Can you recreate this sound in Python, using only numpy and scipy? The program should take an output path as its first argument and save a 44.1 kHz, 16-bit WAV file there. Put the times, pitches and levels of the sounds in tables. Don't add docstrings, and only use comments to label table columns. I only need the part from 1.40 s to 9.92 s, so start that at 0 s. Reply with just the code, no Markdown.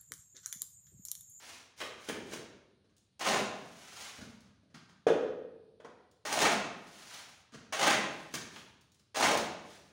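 import sys
import numpy as np
from scipy import signal
from scipy.fft import rfft, irfft
from scipy.io import wavfile

SR = 44100
rng = np.random.default_rng(int(sys.argv[2]) if len(sys.argv) > 2 else 0)


def to_wav(sig):
    pcm = np.clip(np.atleast_2d(sig), -1, 1) * 32767
    pcm = np.round(pcm).astype(np.int16)
    wavfile.write(sys.argv[1], SR, pcm.T)


N = 375728
TIME = np.arange(N) / SR
HALF_SECOND = TIME[:SR // 2]


def amp(db):
    return 10 ** (np.asarray(db) / 20)


def unit(x):
    return x / np.sqrt(np.mean(x ** 2) + 1e-20)


def unit_hit(x):
    return x * np.sqrt(SR / 50 / (np.sum(x ** 2) + 1e-20))


def curve_at(points, hz):
    point_hz, value = np.transpose(points)
    return np.interp(np.log(hz + 1), np.log(point_hz), value)


def add(track, start_s, sound):
    part = track[max(round(start_s * SR), 0):][:len(sound)]
    part += sound[:len(part)]


def eq(x, spectrum, size=4096):
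    hz = abs(np.fft.fftfreq(size, 1 / SR))
    log_gain = np.log(amp(curve_at(spectrum, hz)))
    taps = np.fft.ifft(np.exp(np.conj(signal.hilbert(log_gain)))).real
    return signal.oaconvolve(x, taps[:size // 2])[:len(x)]


def resonate(x, hz, width_hz):
    carrier = np.exp(2j * np.pi * np.cumsum(hz * np.ones(len(x))) / SR)
    pole = np.exp(-np.pi * abs(width_hz) / SR)
    return 2 * (carrier * signal.lfilter([1 - pole], [1, -pole], x / carrier + 1e-18)).real


def ring(modes, contact_s=0.00056):
    t = TIME[:SR]
    attack = 1 - np.exp(-(t / contact_s) ** 2)
    return attack * sum(amp(db - 60 * t / t60) * np.sin(2 * np.pi * hz * t) for hz, db, t60 in modes)


def crunch(per_s, spread_db, size=N):
    strength = amp(spread_db * np.minimum(rng.exponential(1, size), 4))
    polarity = rng.choice([-1, 1], size)
    return unit(strength * polarity * (rng.random(size) < per_s / SR))


def waver(rate_hz):
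    hz = np.fft.rfftfreq(N, 1 / SR)
    return unit(irfft(rfft(rng.standard_normal(N)) * np.exp(-(hz / rate_hz) ** 2), N))


def burst(spectrum, decay_s, per_s, rise_s=0.0046):
    envelope = (1 - np.exp(-HALF_SECOND / rise_s)) * np.exp(-HALF_SECOND / decay_s)
    return unit_hit(eq(crunch(per_s, 2.5, len(envelope)) * envelope, spectrum))


# (frequency [Hz], level [dB])
AIR_EQ = [(20, -1.5), (45, 6.5), (63, 13.5), (100, 11), (250, -3), (600, -13.5), (1200, -20), (2000, -23),
          (4200, -15.5), (7000, -37.5), (9500, -21.5), (12000, -42), (16000, -53.5)]

def room_tone():
    return unit(eq(rng.standard_normal(N), AIR_EQ))


# (frequency [Hz], t60 [s])
ROOM_DECAY = [(80, 1.8), (220, 0.98), (600, 0.85), (2000, 0.79), (4000, 0.72), (6500, 0.59), (9500, 0.45),
              (12500, 0.36), (16000, 0.35)]

def reverb(x, wet_db, cycle_hz, tail_count=5, build_s=0.0005):
    size = SR * 3 // 2
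    hz, t, noise = signal.stft(rng.standard_normal((tail_count, size)), SR, nperseg=256)
    decay = amp(-60 * t / curve_at(ROOM_DECAY, hz)[:, None])
    tails = signal.istft(noise * decay, SR, nperseg=256)[1][:, :size]
    tails *= 1 - np.exp(-TIME[:size] / build_s)
    echoes = np.zeros(N)
    for k, tail in enumerate(tails):
        position = (TIME * cycle_hz * tail_count - k) % tail_count
        send = np.sin(np.pi / 2 * np.minimum(position, 2))
        echoes += signal.fftconvolve(x * send, tail / np.linalg.norm(tail))[:N]
    return (x + amp(wet_db) * echoes) / np.hypot(1, amp(wet_db))


# (frequency [Hz], level [dB])
THUMP_EQ = [(25, -26.5), (65, -1), (130, -1.5), (230, 4.5), (330, -7), (600, -10.5), (1500, -51.5),
            (6000, -49)]
SCUFF_EQ = [(100, -18.5), (350, -9.5), (700, 1), (1400, 5), (2200, -1.5), (5000, -5.5), (9000, -12.5),
            (16000, -14)]
GRIT_EQ = [(800, -19), (3000, 1), (6000, 1), (10000, 1), (16000, 6.5)]
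# (time [s], thump [dB], scuff [dB], scuff decay [s])
FOOTSTEPS = [(1.441, -70, -80.5, 0.022), (1.488, -68.5, -78.5, 0.041), (2.78, -48, -63.5, 0.026),
             (2.81, -45.5, -54, 0.01), (3.019, -69, -67.5, 0.058), (3.23, -64, -82.5, .018),
             (3.299, -65.5, -77.5, 0.032), (3.341, -51, -53.5, 0.022), (3.49, -71.5, -63.5, 0.022),
             (6.12, -56.5, -55.5, 0.055), (6.14, -48.5, -54, 0.015), (6.239, -61, -71, .04),
             (7.361, -69, -81, 0.025), (7.591, -70.5, -78, 0.013)]
# (time [s], level [dB])
GRAIN_CRACKS = [(.376, -58), (1.565, -66), (1.58, -69), (3.005, -63.5), (3.487, -80), (4.712, -68.5),
                (7.41, -64), (7.518, -65.5), (7.544, -67.5), (7.594, -66)]

def footwork():
    track = np.zeros(N)
    for start, thump_db, scuff_db, scuff_s in FOOTSTEPS:
        add(track, start, amp(thump_db) * burst(THUMP_EQ, decay_s=0.011, per_s=3600, rise_s=0.008))
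        add(track, start, amp(scuff_db) * burst(SCUFF_EQ, decay_s=scuff_s, per_s=3000, rise_s=0.004))
    for start, db in GRAIN_CRACKS:
        add(track, start, amp(db) * burst(GRIT_EQ, decay_s=0.0066, per_s=2800, rise_s=0.001))
    return track


# (frequency [Hz], level [dB], t60 [s])
BUCKET_MODES = [(176, -21.5, .9), (239, -23, 0.88), (287, -9.5, 0.26), (363, -8, 0.28), (430.7, -7.5, .62),
                (450, -9, 1.0), (464.6, 7.5, 0.096), (500.6, -6, 0.62), (518, -9, 0.24), (557, -14, .55),
                (610, -13.5, 0.45), (818, -28, .5), (1273, -29.5, 0.58), (1650, -19.5, 0.18),
                (2490, -24, 0.23), (3530, -29, 0.14)]
# (frequency [Hz], level [dB])
CLACK_EQ = [(60, -29.5), (200, 4), (700, 11), (1650, 0), (2700, -9), (3400, -9), (4100, -17.5), (6500, -20),
            (16000, -26)]
# (time [s], hollow boom [dB], clack [dB])
HANDLING_HITS = [(3.667, -17, -32.5), (3.679, -32, -33), (3.703, -22.5, -44.5), (3.744, -28.5, -68.5),
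                 (3.833, -38.5, -65), (4.399, -53.5, -57.5), (4.445, -55.5, -48)]

def bucket_and_clacks():
    boom, clack = np.zeros((2, N))
    for start, boom_db, clack_db in HANDLING_HITS:
        add(boom, start, amp(boom_db) * unit_hit(ring(BUCKET_MODES, contact_s=0.0013)))
        add(clack, start, amp(clack_db) * burst(CLACK_EQ, decay_s=0.0088, per_s=9000))
    return boom, clack


def stone_tick():
    return burst(GRIT_EQ, decay_s=0.0079, per_s=8300, rise_s=0.0008)


# (frequency [Hz], level [dB])
SAND_EQ = [(60, -7.5), (250, -6), (700, -11), (1200, -1), (3000, -3), (5000, -6), (9000, -8), (12000, -4),
           (16000, -5)]
# (peak time [s], swell [s], fade [s], level [dB])
SAND_SLIDES = [(.125, 0.51, 0.14, -46), (0.408, 0.044, 0.11, -41.5), (.685, 0.16, 0.16, -47),
               (0.942, .11, 0.057, -42), (2.64, 0.65, 0.33, -44.5), (5.74, 0.41, 0.28, -43.5),
               (6.7, 0.11, 0.55, -54), (7.16, .1, 0.19, -52), (8.312, 0.21, 0.29, -54.5)]

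def sliding_mix(clump_db=2, blade_hz=760, blade_db=-12, trickle_db=-22.5):
    grains = crunch(per_s=7000, spread_db=1.3) * amp(clump_db * waver(38))
    hiss = unit(eq(grains, SAND_EQ))
    blade_note = amp(blade_db) * unit(resonate(grains, blade_hz, width_hz=510))
    flow = np.zeros(N)
    for peak, swell, fade, db in SAND_SLIDES:
        away = np.maximum((peak - TIME) / swell, (TIME - peak) / fade)
        flow += (away < 1) * amp(db + trickle_db * np.minimum(away, 1))
    return flow * (hiss + blade_note)


# (frequency [Hz], level [dB])
SPLAT_EQ = [(50, -40), (150, -5.5), (350, 7.5), (1000, 7), (2000, 6), (3400, 1.5), (5000, -10), (9000, -17),
            (16000, -7.5)]
# (time [s], splat [dB], thud [dB], thud pitch [Hz], tick [dB])
CLOD_HITS = [(.403, -44, -64, 475, -63), (.414, -39.5, -45, 560, -67), (.427, -57.5, -44.5, 503, -53),
             (.687, -46, -42, 372, -39.5), (.697, -41, -39, 402, -64), (.725, -61, -43.5, 332, -60),
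             (.76, -62.5, -47.5, 334, -73), (.92, -51.5, -51, 434, -68), (0.934, -47, -42, 412, -43.5),
             (1.168, -77, -69, 396, -90), (6.939, -41, -46.5, 274, -35.5), (6.951, -47, -47.5, 266, -40),
             (7.16, -49.5, -59, 217, -70)]

def clods(weight_db=-10, thud_s=0.0011, crumbs_db=-14, lead_s=0.015):
    track, t = np.zeros(N), HALF_SECOND
    for start, splat_db, thud_db, hz, tick_db in CLOD_HITS:
        punch = unit_hit(np.sin(2 * np.pi * hz * t) * t * np.exp(-t / thud_s))
        thud = punch + amp(weight_db) * burst(THUMP_EQ, decay_s=0.014, per_s=3000)
        crumbs = burst(SAND_EQ, decay_s=0.01, per_s=5000, rise_s=0.02)
        splat = burst(SPLAT_EQ, decay_s=0.009, per_s=6000, rise_s=0.0006)
        add(track, start - lead_s, amp(splat_db + crumbs_db) * crumbs)
        add(track, start, amp(splat_db) * splat + amp(thud_db) * thud + amp(tick_db) * stone_tick())
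    return track


# (frequency [Hz], level [dB], t60 [s])
BLADE_MODES = [(628.5, 3, 0.055), (802, 3.5, 0.05), (1057, 1.5, 0.064), (1218, 3, 0.036),
               (1442, -14.5, 0.097), (1511, 3.5, 0.026), (1856, -4.5, 0.074), (2063, -2.5, 0.04),
               (2225, -1, 0.036), (2660, 0, 0.023), (3340, -15.5, 0.02), (4150, -18.5, 0.047),
               (6220, -13, 0.025), (6490, -12.5, .04), (8800, -32, .1), (8770, -30, 0.135)]
# (frequency [Hz], level [dB])
GRIND_EQ = [(150, -20), (500, 0.5), (1200, -3.5), (2100, -4), (3200, -6), (5000, -12.5), (9000, -16),
            (16000, -32)]
# (time [s], crack [dB], tick [dB])
EDGE_HITS = [(1.794, -53, -46.5), (1.808, -43, -52), (1.86, -38, -52.5), (4.851, -41, -45),
             (4.861, -46, -43.5), (4.926, -52, -32), (5.017, -31, -31.5), (5.06, -35.5, -56),
             (5.115, -42, -38), (6.324, -38, -42), (6.332, -39, -43), (6.424, -33, -49), (6.513, -36, -56),
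             (7.745, -45, -50), (7.756, -40.5, -56), (7.824, -28.5, -42), (7.972, -47, -33.5)]

def edge_catches(ring_db=-3):
    track = np.zeros(N)
    for start, crack_db, tick_db in EDGE_HITS:
        add(track, start, amp(crack_db) * burst(GRIND_EQ, decay_s=0.023, per_s=9000))
        add(track, start, amp(tick_db) * stone_tick())
        add(track, start, amp(crack_db + ring_db) * unit_hit(ring(BLADE_MODES)))
    return track


# (time [s], swell [s], hold [s], fade [s], grind [dB], landing re grind [dB],
# grit re grind [dB], bite [dB], blade drumming [dB], heap drag [dB], half-full blade note [Hz])
SHOVEL_STROKES = [(1.793, 0.096, .05, .085, -28, -6.5, -4, -34.5, -32.5, -34, 718),
                  (4.853, 0.15, 0.063, 0.079, -28, -20, -1, -26, -29, -32.5, 749),
                  (6.323, .13, .065, .05, -26.5, -15, -4.5, -28.5, -32.5, -36.5, 803),
                  (7.75, 0.064, 0.041, 0.12, -27, -6, 0.5, -30, -25, -29, 716)]

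def stroke_envelopes(touch_s=0.024, lift_s=0.022, landing_s=0.026, bite_s=0.027):
    light_db, eased_db = -13, -12.5
    fill_grit_db, fill_drum_db, fill_heap_db, fill_octaves = -5.5, 1.5, 12, -0.5
    grind, grit, bite, drum, heap = np.zeros((5, N))
    note_hz = np.full(N, SHOVEL_STROKES[0][-1], float)
    t = HALF_SECOND
    skip = amp(-2.5 * np.exp(-((t - 0.045) / 0.016) ** 2))
    for start, swell, hold, fade, *levels, hz in SHOVEL_STROKES:
        grind_db, landing_db, grit_db, bite_db, drum_db, heap_db = levels
        length = swell + hold + fade
        contact = np.minimum(t / touch_s, 1) * np.exp(-np.maximum(t - length, 0) / lift_s) * skip
        push = contact * amp(np.interp(t, [0, swell, swell + hold, length], [light_db, 0, 0, eased_db]))
        landing = amp(landing_db) * t / landing_s * np.exp(1 - (t / landing_s) ** 2)
        fill = np.minimum(t / length, 1) - 0.5
        edge = amp(grind_db) * np.hypot(push, landing * contact)
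        dig = np.exp(-((t - swell - hold) / bite_s) ** 2)
        add(grind, start, edge)
        add(grit, start, edge * amp(grit_db + fill_grit_db * fill))
        add(bite, start, amp(bite_db) * dig)
        add(drum, start, push * amp(drum_db + fill_drum_db * fill))
        add(heap, start, push * amp(heap_db + fill_heap_db * fill))
        note_hz[round(start * SR):][:len(t)] = hz * 2 ** (fill_octaves * fill)
    return grind, grit, bite, drum, heap, note_hz


# (frequency [Hz], level [dB])
HEAP_EQ = [(30, -33), (70, -39.5), (110, -16), (160, -0.5), (235, 3.5), (300, -0.5), (420, 1), (560, -7),
           (1200, -21), (5000, -74.5)]
BITE_EQ = [(300, -31), (900, -11), (1400, 2), (2300, -1), (3500, -13.5), (6000, -24), (16000, -51)]

def scraping(surge_db=2.2, judder_db=2.5, ring_db=-4, rasp_db=-2, chatter_db=-6):
    grind_gain, grit_gain, bite_gain, drum_gain, heap_gain, blade_hz = stroke_envelopes()
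    slow_db = surge_db * np.clip(waver(45), -2, 1.5)
    quick_db = judder_db * np.clip(waver(160), -2, 1.5)
    judder = unit(amp(slow_db + quick_db))
    slips = crunch(per_s=3500, spread_db=4.6) * judder
    flexing = resonate(resonate(slips, blade_hz, width_hz=820), blade_hz, width_hz=990)
    chatter = resonate(flexing, blade_hz * amp(0.5 * waver(25)), width_hz=130)
    drumming = unit(unit(flexing) + amp(chatter_db) * unit(chatter))
    impacts = crunch(per_s=2500, spread_db=4.1) * judder
    steel = unit(signal.oaconvolve(impacts, ring(BLADE_MODES))[:N])
    rasp = unit(eq(crunch(per_s=4000, spread_db=3.6) * judder, GRIND_EQ))
    grinding = amp(rasp_db) * rasp + amp(ring_db) * steel
    grit = unit(eq(crunch(per_s=2000, spread_db=1.7) * judder, GRIT_EQ))
    heap = unit(eq(crunch(per_s=900, spread_db=2.7) * judder, HEAP_EQ))
    bite = unit(eq(crunch(per_s=1800, spread_db=3.5) * judder, BITE_EQ))
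    return (grind_gain * grinding + grit_gain * grit + bite_gain * bite
            + drum_gain * drumming + heap_gain * heap)


def scene(air_db=-69, boom_db=2, knocks_db=4):
    boom, clack = bucket_and_clacks()
    air = amp(air_db) * room_tone()
    shovelling = reverb(scraping() + sliding_mix(), wet_db=-1.5, cycle_hz=7)
    hits = edge_catches() + clods() + footwork() + clack
    knocks = amp(knocks_db) * reverb(hits, wet_db=0.5, cycle_hz=20)
    hollow = amp(boom_db) * reverb(boom, wet_db=-5, cycle_hz=14, tail_count=4)
    return (air + hollow + knocks + shovelling)[None]


# (frequency [Hz], gain [dB])
MIC_EQ = [(20, -35), (45, -20.5), (62, -11.5), (100, -5.5), (160, -5.5), (4800, 0), (6500, 2.5), (7900, -4),
          (9500, -2.5), (11500, -14), (13800, -22.5), (15000, -12)]

def record(dry, cutoff_hz=15850):
    high_cut = signal.firwin(511, cutoff_hz, window=("kaiser", 9), fs=SR)
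    return signal.oaconvolve(eq(dry[0], MIC_EQ), high_cut, "same")[None]


dry = scene()
out = record(dry)
to_wav(out)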